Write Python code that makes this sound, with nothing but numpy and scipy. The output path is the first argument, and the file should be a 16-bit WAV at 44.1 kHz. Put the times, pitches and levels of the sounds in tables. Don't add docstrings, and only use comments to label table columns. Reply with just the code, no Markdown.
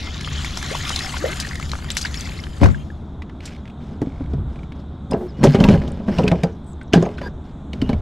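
import sys
import numpy as np
from scipy import signal
from scipy.fft import rfft, irfft
from scipy.io import wavfile
from scipy.ndimage import uniform_filter1d

SR = 44100
rng = np.random.default_rng(int(sys.argv[2]) if len(sys.argv) > 2 else 0)


def level_to_linear(level):
    exponent = np.asarray(level, float) / 20
    return 10 ** exponent


def wav_record(signal):
    frames = np.transpose(np.atleast_2d(signal))
    bounded = np.clip(frames, -1, 1)
    quanta = np.round(bounded * 32767).astype(np.int16)
    wavfile.write(sys.argv[1], SR, quanta)


N = 353241
T = np.arange(N) / SR

# time in seconds, spray level in dB.
THRASH = [(0, -42), (.3, -40.5), (.43, -36.5), (.54, -39.5), (.9, -33), (1.4, -38.5), (1.6, -46.5),
          (1.72, -44), (1.85, -47.5), (2.0, -40.5), (2.1, -43.5), (2.2, -41), (2.5, -50.5), (2.7, -50),
          (3.1, -77)]
# pitch in Hz, level in dB per Hz.
SPRAY_COLOUR = [(290, -29), (500, -7), (839, -8.5), (1670, -3.5), (6930, -2), (8230, -19), (13000, -33),
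                (15500, -78)]


def spray():
    fizz = 3.53 * rng.standard_normal(N)
    for hz in np.geomspace(700, 13000, 30):
        cycles = rng.choice([6, 9, 18])
        t = np.arange(int(cycles * SR / hz)) / SR
        rising = np.sin(2 * np.pi * hz * t * (1 + 0.081 * t / t[-1]))
        grain = rising * np.hanning(len(t)) * np.sqrt(hz / 1000)
        bursts = grit(per_s=75, spread_db=3.5, size=N // 2)
        add(fizz, 0, 0.51 * signal.oaconvolve(bursts, grain))
    for hz in (4000, 6500, 10000):
        droplets = grit(per_s=70, spread_db=3.3, size=N // 2)
        add(fizz, 0, 27 * band(droplets, 0.75 * hz, 1.4 * hz))
    fizz = patchy(colour(fizz, SPRAY_COLOUR), 2.8, frames=20, bins=7)
    fizz = evened(patchy(fizz, 1.73, frames=4, bins=70))
    farness = np.exp(-T / 0.62)
    dull_db = along(THRASH + [(3.2, -120)])
    bright_db = dull_db + 4 - 8 * farness
    dull = band(fizz, 270, 6740) - farness * band(fizz, 3150, 7000)
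    return level_to_linear(dull_db + 4.5) * dull + level_to_linear(bright_db + 10) * band(fizz, 8530, 16300)


# start in seconds, peak in dB, bubble pitch in Hz, brightness in dB.
SLAPS = [(0.208, -27.5, 2110, 2), (0.446, -14.5, 2150, -10), (0.572, -19.5, 1330, 4),
         (0.626, -19, 1630, -5), (0.717, -23, 1640, -1), (0.751, -18.5, 1040, -7), (0.892, -17, 3180, 1),
         (1.167, -19, 1420, -21), (1.4, -23, 3910, 12.5), (1.468, -25, 1620, -4), (1.554, -23.5, 2024, -2),
         (1.597, -22.5, 1230, -5), (1.968, -8, 2200, -4), (2.012, -30, 4770, 10), (2.049, -16, 1540, -7),
         (2.142, -18, 3350, -8), (2.641, -14, 2420, -22), (2.208, -18.5, 5940, -11)]
# start in seconds, peak in dB, bubble pitch in Hz.
DROPS = [(0.245, -21, 2800), (0.274, -19, 1200), (0.96, -9.5, 4070), (0.99, -14, 3960),
         (1.626, -21.5, 2070), (1.693, -28, 4000), (1.716, -15.5, 3950), (1.733, -16.5, 1096),
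         (1.753, -22, 1250), (1.787, -27, 990), (1.843, -26.5, 1380), (1.903, -11, 3580),
         (2.056, -13, 1820), (2.274, -26.5, 1240), (2.437, -24.5, 3030), (2.467, -28, 1550),
         (2.615, -17, 915), (2.633, -7.5, 920), (2.685, -21.5, 1270), (2.658, -13, 1050),
         (2.702, -31, 2000), (1.916, -29, 2480)]
# start in seconds, peak in dB, pitch in Hz.
DRIPS = [
    (2.745, -23, 1620),
    (2.902, -31.5, 1680),
]


def slaps_and_drops():
    hits = SLAPS + with_edge(DROPS, -19.5)
    out = snaps(hits, crack=0.66, rise=4.7, ring_s=0.022, tail_db=-22)
    return out + snaps(with_edge(DRIPS, -26), crack=0.12, rise=0.5, ring_s=0.03, tail_db=-30)


# start in seconds, peak in dB, pitch in Hz, time to fall 60 dB in seconds.
GULPS = [
    (0.713, -15.5, 422, 0.036),
    (0.749, -13.5, 940, 0.024),
    (1.241, -4.5, 500, 0.031),
    (1.257, -13.5, 586, 0.039),
]
# start in seconds, peak in dB, pitch in Hz, time to fall 60 dB in seconds.
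PLINKS = [(0.349, -26, 2080, 0.026), (0.391, -29, 4140, 0.015), (0.65, -26, 1490, 0.032),
          (0.705, -25, 1620, .03), (0.903, -21, 1086, 0.035), (0.928, -26, 3010, 0.073),
          (1.007, -18, 1900, 0.018), (1.064, -26, 1940, 0.039), (1.095, -31, 1070, 0.039),
          (1.14, -24, 990, 0.039), (1.188, -30, 4220, 0.026), (1.2, -30, 1900, 0.037),
          (1.329, -14.5, 2100, 0.012), (1.358, -16, 7040, 0.0086), (1.424, -22, 2330, 0.031),
          (1.434, -25, 1900, 0.027), (1.448, -25, 1830, 0.034), (1.4886, -13.5, 4900, 0.012),
          (1.509, -27, 1820, 0.053), (1.531, -26.5, 2050, 0.035), (1.576, -32, 1860, 0.058),
          (1.61, -25, 6100, 0.0084), (1.637, -33, 7200, 0.019), (1.823, -21, 2110, 0.011),
          (1.915, -22.5, 7550, 0.024), (1.99, -29, 1500, 0.016), (2.022, -33, 2600, 0.024),
          (2.026, -23, 4760, 0.032), (2.039, -22, 2850, 0.024), (2.05, -19.5, 4680, 0.033),
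          (2.065, -24, 3700, 0.03), (2.14, -26, 1810, 0.028), (2.155, -30, 2250, 0.024),
          (2.172, -30, 5340, 0.056), (2.289, -28.5, 2550, 0.026), (2.318, -27.5, 2300, 0.022),
          (2.389, -31, 2100, 0.039), (2.4, -30, 5100, 0.018), (2.6, -32, 1210, 0.02)]


def bubbles():
    return pings(GULPS, rise=4, rough=0.08) + pings(PLINKS, rise=0.8)


# start in seconds, peak in dB,
# hardness as dB of the upper hull modes, pitch of the struck panel in Hz.
THUMPS = [(2.616, -2, -13, 228), (2.639, -3, -10, 99), (2.658, -21, 2, 108), (2.689, -13, -31, 103),
          (4.017, -5, -17, 314), (4.069, -13.5, -44, 270), (4.205, -14.5, -40, 270),
          (4.335, -10.5, -34, 177), (4.381, -16, -33, 98), (7.736, -18, -27, 172), (7.821, -5.5, -24, 254),
          (7.892, -9, -8.5, 240), (7.929, -9, -15, 219), (7.989, -29, -29, 97)]
# start in seconds, peak in dB,
# hardness in dB, panel pitch in Hz.
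KNOCKS = [(5.118, -16, 3, 193.5), (5.139, -14.5, 4, 215), (5.208, -21, -1, 227), (5.261, -30, -8, 353),
          (5.389, -15.5, -30, 151), (5.437, -2.5, -0.5, 237), (5.469, 1.5, -30, 146.5),
          (5.545, -5.5, -2.5, 226), (5.6, -10, -13, 221), (5.64, -5.5, -7, 141.4), (5.686, -1.5, -5.5, 211),
          (5.719, -8.5, -16, 161), (5.749, -14, -6.5, 145), (5.881, -25, 0, 215), (5.999, -17.5, -10, 215),
          (6.08, -9.5, -7, 204.6), (6.186, -5, -5, 192), (6.24, -7, -8, 192), (6.272, -6.5, -9, 184),
          (6.314, -4, -6.5, 173.6), (6.434, -6.5, -7.5, 175.3), (6.936, 3, -6.5, 355),
          (6.957, 0.5, -22, 172), (7.024, -8.5, -3.5, 362), (7.058, -17.5, 1, 302), (7.21, -31, 9.5, 173),
          (7.261, -23.5, -5, 384),
          (2.627, -3.5, -13, 275), (4.337, -13.5, -20, 139), (5.447, -1.5, -8, 382), (5.484, -8, -28, 149),
           (5.605, -4, -8, 199), (5.627, -18, -13, 200), (5.702, -7.5, -2.5, 231), (5.736, -2, -17, 166.5),
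           (6.945, -3, -12, 355), (6.974, -1.5, -25, 355), (7.051, -22, -11, 352)]
# pitch in Hz, level in dB, time to fall 60 dB in seconds.
HULL = [(145, -7.5, 0.62), (170.8, -2, 0.28), (205.2, 5.5, 0.15), (249.3, 5, 0.11), (355, 2, 0.053),
        (415.3, -4, 0.14)]
# pitch in Hz, level in dB, time to fall 60 dB in seconds.
UPPER = [(467, -7, 0.16), (551, 7.5, 0.058), (602, -5.5, 0.16), (660, -3.5, 0.092), (796, -0.5, 0.1),
         (963, -3.5, 0.069), (1550, -15, 0.097)]


def hull_blows():
    rows = panels(THUMPS, cycles=11.2) + panels(KNOCKS, cycles=19)
    out, t = np.zeros(N), np.arange(SR // 3) / SR
    for (s, db, hard_db, hz, t60), luck in zip(rows, rng.standard_normal((len(rows), 14))):
        contact, blur = rng.standard_normal((2, len(t)))
        contact *= np.exp(-t / 0.0081) * np.minimum(t / 0.0029, 1)
        contact += 0.43 * np.exp(-((t - 0.0015) / 0.00043) ** 2)
        low = peaked(ring(contact, hz, t60)) + 0.57 * peaked(modes(contact, HULL, luck[:6]))
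        tail = band(band(blur, 163, 1500), 305, 652)
        tail *= level_to_linear(-60 * t / 0.14) * np.minimum(t / 0.0044, 1)
        upper = peaked(modes(contact, UPPER, luck[6:])) + 1.57 * peaked(tail)
        add(out, s, level_to_linear(db) * (peaked(low) + level_to_linear(hard_db) * peaked(upper)))
    return band(out, 83, 8300)


def panels(rows, cycles):
    return [(s, db, hard_db, hz, cycles / hz * level_to_linear(-0.32 * db)) for s, db, hard_db, hz in rows]


# start in seconds, peak in dB, pitch in Hz, time to fall 60 dB in seconds.
NOTES = [(5.447, -9, 552, 0.13), (5.546, -26, 805, 0.18), (5.548, -12, 389, 0.14), (5.652, -16, 953, .1),
         (5.688, -10.5, 396, .1), (6.082, -19, 390, 0.1), (6.24, -12, 420, .12), (6.314, -19.5, 648, 0.086),
         (6.435, -15.5, 449, 0.17), (6.435, -19, 680, .09), (6.976, -11, 169.7, 0.295),
         (6.812, -32.5, 1530, .05)]


def panel_notes():
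    return pings(NOTES, rise=0, rough=0.32)


# start in seconds, length in seconds, hull rumble in dB, rasp in dB.
DRAGS = [(2.607, 0.086, -19, -33.5), (3.41, 0.23, -46, -47.5), (3.794, 0.24, -36, -55.5),
         (4, 0.38, -43, -59.5), (4.292, 0.13, -49, -60), (4.488, 0.1, -53, -58), (4.747, 0.11, -38, -57),
         (5.101, 0.1, -22.5, -56), (5.202, 0.92, -38.5, -58), (5.36, 0.74, -23, -50),
         (5.427, 0.079, -15, -30), (5.492, 0.12, -40, -39.5), (5.584, 0.16, -15.5, -40),
         (5.675, 0.13, -16.5, -34), (5.785, 0.18, -32, -54), (5.928, 0.24, -40, -60.5),
         (6.058, 0.29, -23.5, -45), (6.126, 0.49, -29, -46), (6.924, 0.062, -23, -35.5),
         (6.931, 0.2, -22, -43), (7.1, 0.16, -31, -53), (7.207, 0.11, -42, -47), (7.436, 0.11, -58, -57),
         (7.726, 0.23, -32.5, -55), (7.827, 0.26, -37, -56)]
# pitch in Hz, width in Hz, level in dB.
RASP = [(1640, 50, -10), (2100, 140, -2), (2420, 1000, 7), (3010, 210, 4), (4260, 110, -2.5),
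        (4980, 64, -2)]


def drags():
    slips, even_luck = grit(per_s=600, spread_db=3.7, size=N), np.zeros(len(UPPER))
    hull = evened(modes(slips, HULL, even_luck)) + 0.19 * evened(modes(slips, UPPER, even_luck))
    slips = grit(per_s=1300, spread_db=2.4, size=N)
    rasp = sum(level_to_linear(db) * evened(ring(slips, hz, 1.7 / width)) for hz, width, db in RASP)
    scratch = band(colour(slips, TICK_COLOUR), 700, 11000)
    rasp = patchy(evened(rasp) + evened(scratch), 2.4, frames=8, bins=12)
    hull_gain, rasp_gain = np.zeros((2, N))
    for s, length, hull_db, rasp_db in DRAGS:
        add(hull_gain, s, level_to_linear(hull_db) * stroke(length))
        add(rasp_gain, s, level_to_linear(rasp_db) * stroke(length))
    return hull_gain * evened(hull) + rasp_gain * evened(rasp)


def stroke(length):
    u = np.linspace(0, 1, int(length * SR))
    return np.minimum(1, np.minimum(u / 0.093, (1 - u) / 0.5)) * (1 - 0.38 * u)


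# start in seconds, peak in dB, pitch in Hz.
REEL = [(3.2194, -25, 2000), (3.2943, -34.5, 1760), (3.4046, -32.5, 2260), (3.475, -31, 2450),
        (3.6541, -35.5, 2000), (3.676, -35.5, 2520), (3.698, -38.5, 2490), (4.333, -39, 3380),
        (4.5575, -38.5, 2030), (4.59, -40, 2380), (4.6314, -36, 2270), (4.72, -33, 2250)]
# start in seconds, peak in dB, pitch in Hz.
TACKLE = [(5.132, -24.5, 2740), (5.4947, -29, 2190), (5.5447, -17.5, 2020), (5.6386, -8.5, 2700),
          (5.686, -12.5, 2390), (5.8163, -27, 1700), (6.0827, -31, 1870), (6.126, -29, 1760),
          (6.1838, -17, 2700), (6.2368, -23, 2630), (6.2775, -11.5, 2560), (6.314, -17, 1830),
          (6.356, -31.5, 2400), (6.8123, -32.5, 2100), (7.0608, -30, 2000), (7.0877, -33, 2100),
          (7.1811, -27.5, 2495), (7.214, -31, 1850), (7.731, -25.5, 2930), (7.815, -19, 2993),
          (7.891, -24, 2770), (7.929, -26, 2230)]
# start in seconds, peak in dB, pitch in Hz, brightness in dB.
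CLACKS = [
    (3.454, -31, 3720, 4),
    (4.015, -35.5, 1930, -2.5),
    (5.109, -32, 3490, -6),
    (5.436, -11.5, 2085, -4),
    (5.602, -16.5, 3090, -15),
    (5.877, -29, 3200, -14),
    (6.433, -15, 2340, -11),
    (6.933, -8, 2420, -14),
    (7.0227, -31, 1860, 2),
]


def ticks():
    rows = with_edge(REEL, -44) + with_edge(TACKLE, -36) + CLACKS
    return snaps(rows, crack=0.68, rise=0, ring_s=0.024, tail_db=-11)


# start in seconds, length in seconds, clicks per second, peak in dB, pitch in
# Hz.
RATCHET = [
    (3.452, 0.11, 73, -38, 2270),
    (4.059, 0.22, 50, -43.5, 2200),
]


def ratchet():
    clicks = []
    for s, length, per_s, db, hz in RATCHET:
        for at in np.arange(s, s + length, 1 / per_s):
            clicks.append((at + 0.0017 * rng.random(), db, hz, -16))
    return snaps(clicks, crack=0.6, rise=0, ring_s=0.014, tail_db=-30)


# start in seconds, peak in dB, pitch in Hz, time to fall 60 dB in seconds.
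JINGLES = [(5.111, -28, 8700, 0.014), (5.112, -43, 12500, .015), (7.731, -32, 720, .04),
           (7.732, -36, 2240, 0.043), (7.816, -32, 1870, .04), (6.644, -48, 8210, .012),
           (6.669, -51, 8100, .015), (6.698, -50, 8800, .012), (6.72, -48, 8000, .012),
           (6.732, -37, 7250, 0.011), (6.83, -42, 8150, .012), (6.878, -48, 5800, .015),
           (3.457, -39, 7450, 0.075), (5.111, -36, 5080, 0.071), (5.437, -21.5, 1643, 0.04),
           (5.438, -7.5, 868, 0.044), (5.47, -21, 3080, 0.027), (5.508, -37, 12000, .012),
           (5.64, -36, 12400, .02), (5.657, -40, 7500, .02), (5.714, -36, 8900, 0.011),
           (5.745, -26, 1630, 0.042), (5.918, -34, 8240, 0.011), (6.082, -30, 1600, 0.075),
           (6.188, -32, 5500, 0.034), (6.232, -27, 2890, 0.033), (6.265, -24, 2460, 0.024),
           (6.434, -32, 4800, 0.056), (6.933, -15, 5600, 0.027), (6.934, -5.5, 3010, 0.024),
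           (6.936, -18, 1625, 0.11), (6.94, -28.5, 4840, 0.084), (6.964, -32, 1620, 0.037),
           (6.965, -34, 5460, 0.025), (7.024, -33, 6770, 0.03), (7.027, -38, 1600, 0.11),
           (7.052, -46, 6500, .06), (7.052, -33, 2390, 0.032), (7.174, -46, 4040, 0.068),
           (7.183, -25, 1500, 0.036)]


def jingles():
    return pings(JINGLES, rise=0)


# start in seconds, length in seconds, first pitch in Hz, last pitch in Hz, level in dB.
SQUEAKS = [(0.00097, 0.1, 2100, 2100, -43), (0.711, 0.035, 428, 824, -33), (1.183, 0.13, 217.5, 726, -31.5),
           (1.241, 0.1, 2050, 2100, -41), (1.28, 0.067, 310, 427, -38.5), (1.289, 0.057, 1495, 1680, -37),
           (6.655, 0.082, 8300, 7600, -58.5), (6.104, 0.077, 5350, 5640, -55),
           (5.135, 0.043, 1670, 1620, -51), (7.214, 0.064, 1700, 1560, -43),
           (5.151, 0.14, 370.4, 355, -30.5), (7.213, 0.076, 4620, 4900, -50),
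           (7.22, 0.068, 1048, 906, -39.5), (7.22, 0.047, 3500, 3500, -55), (7.257, 0.031, 1620, 1630, -36),
           (7.82, 0.13, 2820, 3010, -49)]
# start in seconds, length in seconds, first pitch in Hz, last pitch in Hz, level in dB.
WHISTLES = [
    (1.025, .04, 5350, 5400, -37),
    (2.19, 0.1, 2660, 2660, -52),
    (2.47, 0.12, 3100, 3120, -62),
    (2.74, 0.1, 2800, 2780, -62),
    (2.76, 0.095, 3100, 3240, -56),
    (5.282, 0.033, 5600, 4670, -54),
    (5.39, 0.034, 5540, 5600, -60),
    (5.33, 0.11, 2880, 2960, -61),
]


def squeaks():
    return glides(SQUEAKS, fuzz=1.6) + glides(WHISTLES, fuzz=0.25)


def glides(rows, fuzz):
    out = np.zeros(N)
    for s, length, from_hz, to_hz, db in rows:
        hz = np.geomspace(from_hz, to_hz, int(length * SR))
        fuzz_hz = fuzz * (90 + 0.07 * from_hz)
        a, b = uniform_filter1d(rng.standard_normal((2, len(hz))), int(SR / fuzz_hz), 1)
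        turn = np.exp(2j * np.pi * np.cumsum(hz) / SR)
        tone = ((0.23 + a + 1j * b) * turn).real
        add(out, s, level_to_linear(db) * evened(tone) * signal.windows.tukey(len(hz), 0.4))
    return out


# start in seconds, peak in dB, pitch in Hz, time to fall 60 dB in seconds.
POLE = [
    (2.618, -4, 68, 0.25),
    (2.629, -12, 200, .15),
    (2.63, -19, 1500, .004),
]
# start in seconds, peak in dB, pitch in Hz, time to fall 60 dB in seconds.
SHUDDER = [
    (2.62, -18, 40, 0.34),
]


def pole():
    out, t = np.zeros(N), np.arange(SR) / SR
    for s, db, hz, t60 in POLE:
        jolt = rng.standard_normal(SR) * np.exp(-t / 0.041)
        add(out, s, level_to_linear(db) * peaked(ring(jolt, hz, t60)))
    return out + pings(SHUDDER, rise=0)


# middle in seconds, half width in seconds, swell in dB.
SWAYS = [
    (4.4, 0.28, 7),
    (5.7, 0.17, 13),
    (6.301, 0.14, 8),
    (8.0, 0.21, 11.5),
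]
# time in seconds, level in dB.
HUM_DB = [(0, -28.5), (2.6, -29.5), (3.5, -34.5), (8.02, -32.5)]
# pitch in Hz, level in dB per Hz.
DRONE = [(20, -18), (54, -3.5), (210, -3), (505, -23), (700, -21.5), (1450, -31), (1770, -40),
         (15500, -64.5)]


def drone():
    sway_db = sum(db * np.exp(-((T - s) / width) ** 2) for s, width, db in SWAYS)
    hum_db = along(HUM_DB) + sway_db
    wash_db = -37 + 0.34 * sway_db
    wash = colour(patchy(rng.standard_normal(N), 0.18, frames=24, bins=4), DRONE)
    slosh_db = 9.5 * sway_db / 10 - 10
    hum = level_to_linear(slosh_db) * evened(band(wash, 30, 96))
    hum += 1.2 * evened(ring(rng.standard_normal(N), 73.3, 0.15))
    hum += 0.5 * evened(ring(rng.standard_normal(N), 143.7, 0.19))
    wash = band(wash, 161, 4000) + patchy(band(wash, 4000, 8500), 2.5, frames=40, bins=30)
    insects_db = -62.5 + np.sin(2 * np.pi * 0.89 * T)
    insects = level_to_linear(insects_db) * evened(band(rng.standard_normal(N), 3230, 3880))
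    return level_to_linear(hum_db) * evened(hum) + level_to_linear(wash_db) * evened(wash) + insects


# pitch in Hz, level in dB per Hz.
TICK_COLOUR = [(710, -16), (1200, -9.5), (1670, -4), (1880, -16.5), (3080, -11.5), (4110, -15.5),
               (5730, -19.5), (15500, -47)]


def snaps(events, crack, rise, ring_s, tail_db):
    out, t = np.zeros(N), np.arange(SR // 10) / SR
    sizzle = colour(band(rng.standard_normal(N), 5140, 13000), TICK_COLOUR)
    tail_shape = level_to_linear(-60 * t / 0.09) * np.minimum(t / 0.004, 1)
    tail = level_to_linear(tail_db) * tail_shape
    for (s, db, hz, bright_db), luck in zip(events, rng.uniform(0.13, 0.99, len(events))):
        fall = level_to_linear(-60 * (t / (ring_s * luck)) ** 1.5) * np.minimum(t / 0.0021, 1)
        bell = np.sin(2 * np.pi * hz * (t + rise * t ** 2)) * fall
        noise = evened(band(rng.standard_normal(len(t)), 0.49 * hz, 1.48 * hz))
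        body = peaked(bell + crack * noise * (fall + tail))
        quick = level_to_linear(-60 * (t / (0.45 * ring_s * luck)) ** 1.5) * np.minimum(t / 0.0051, 1) ** 2
        quick += level_to_linear(-17) * tail
        here = (round(s * SR) + np.arange(len(t))) % N
        edge = peaked(sizzle[here] * quick)
        add(out, s, level_to_linear(db) * (body + level_to_linear(bright_db) * edge))
    return out


def with_edge(rows, bright_db):
    return [(*row, bright_db) for row in rows]


def pings(rows, rise, rough=1.27):
    out, t = np.zeros(N), np.arange(SR // 4) / SR
    for (s, db, hz, t60), scratch in zip(rows, rng.standard_normal((len(rows), 200))):
        tone = np.sin(2 * np.pi * hz * (t + rise * t ** 2))
        wobble = 1 + rough * np.interp(t, np.arange(200) * t60 / 35, scratch)
        onset = np.minimum(t / max(0.0023, 1.35 / hz), 1)
        add(out, s, level_to_linear(db - 60 * t / t60) * onset * wobble * tone)
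    return out


def ring(x, hz, t60):
    r = np.exp(-np.log(1000) / (max(t60, 0.004) * SR))
    w = 2 * np.pi * hz / SR
    return signal.lfilter([0, np.sin(w)], [1, -2 * r * np.cos(w), r * r], x)


def modes(x, table, luck):
    return sum(level_to_linear(db + 2.5 * k) * ring(x, hz, t60) for (hz, db, t60), k in zip(table, luck))


def grit(per_s, spread_db, size):
    out, count = np.zeros(size), int(per_s * size / SR)
    heights = level_to_linear(spread_db * np.minimum(rng.exponential(1, count), 4))
    out[rng.integers(0, size, count)] = heights * rng.choice([-1, 1], count)
    return out


def patchy(x, patchy_db, frames, bins):
    z = signal.stft(x, nperseg=512, noverlap=384)[2]
    blurred = uniform_filter1d(rng.standard_normal(z.shape), bins, 0)
    patches = evened(uniform_filter1d(blurred, frames, 1))
    return signal.istft(z * level_to_linear(patchy_db * patches), nperseg=512, noverlap=384)[1][:N]


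def colour(x, points):
    hz = abs(np.fft.fftfreq(4096, 1 / SR))
    gain = np.log(level_to_linear(np.maximum(read(points, hz), -100)))
    taps = np.fft.ifft(np.exp(gain - 1j * signal.hilbert(gain).imag)).real[:2048]
    return signal.oaconvolve(x, taps)[:len(x)]


def band(x, lo_hz, hi_hz):
    return signal.sosfilt(signal.butter(2, [lo_hz, hi_hz], "band", fs=SR, output="sos"), x)


def evened(x):
    return x / np.sqrt(np.mean(x ** 2) + 1e-20)


def peaked(x):
    return x / abs(x).max()


def read(points, hz):
    f, value = np.transpose(points)
    return np.interp(np.log(hz + 1), np.log(f + 1), value)


def along(rows):
    return np.interp(T, *np.transpose(rows))


def add(mix, s, sound):
    part = mix[round(s * SR):][:len(sound)]
    part += sound[:len(part)]


# pitch in Hz, left over right in dB.
PORT_DB = [(60, 1), (500, 3), (2500, 2), (4300, 2), (7000, 5), (12000, 5.5)]
# pitch in Hz, lag of the left in radians.
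PORT_LAG = [(80, 0.2), (215, 0.15), (400, 0.77), (2600, 0.43), (4300, 0.015)]


def ports(mid):
    hz = np.fft.rfftfreq(N, 1 / SR)
    ratio = level_to_linear(read(PORT_DB, hz)) * np.exp(-1j * read(PORT_LAG, hz))
    direct = irfft(rfft(mid) * (ratio - 1) / (ratio + 1), N)
    scatter = rng.standard_normal(900) * np.exp(-np.arange(900) / 250)
    diffuse = signal.oaconvolve(mid, scatter / np.linalg.norm(scatter))[:N]
    return direct + level_to_linear(-11.5) * band(diffuse, 350, 15000) + level_to_linear(-5.5) * band(diffuse, 10000, 15160)


def scene():
    water = spray() + slaps_and_drops() + bubbles()
    hull = hull_blows() + panel_notes() + drags()
    gear = ticks() + ratchet() + jingles() + squeaks()
    mid = water + hull + gear + drone()
    shake = pole()
    side = ports(mid) + shake
    mid = mid + 0.5 * shake
    return np.array([mid + side, mid - side])


# time in seconds, gain of left minus right in dB.
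WIDTH = [(0, -0.5), (2.75, 1.5), (3.0, -5.5), (3.4, -31), (3.6, -83)]


def fold_ports(dry):
    mid, side = (dry[0] + dry[1]) / 2, (dry[0] - dry[1]) / 2
    side = side * level_to_linear(along(WIDTH))
    return np.array([mid + side, mid - side])


def band_limit(x):
    return signal.sosfilt(signal.butter(12, 15640, fs=SR, output="sos"), x)


def record(dry):
    clipped = np.clip(fold_ports(dry), -1, 1)
    treble_cut = signal.firwin(255, 15450, fs=SR)
    mix = signal.oaconvolve(clipped, treble_cut[None], "same")
    return band_limit(mix * np.minimum((T[-1] - T) / 0.0033, 1))


dry = scene()
out = record(dry)
wav_record(out)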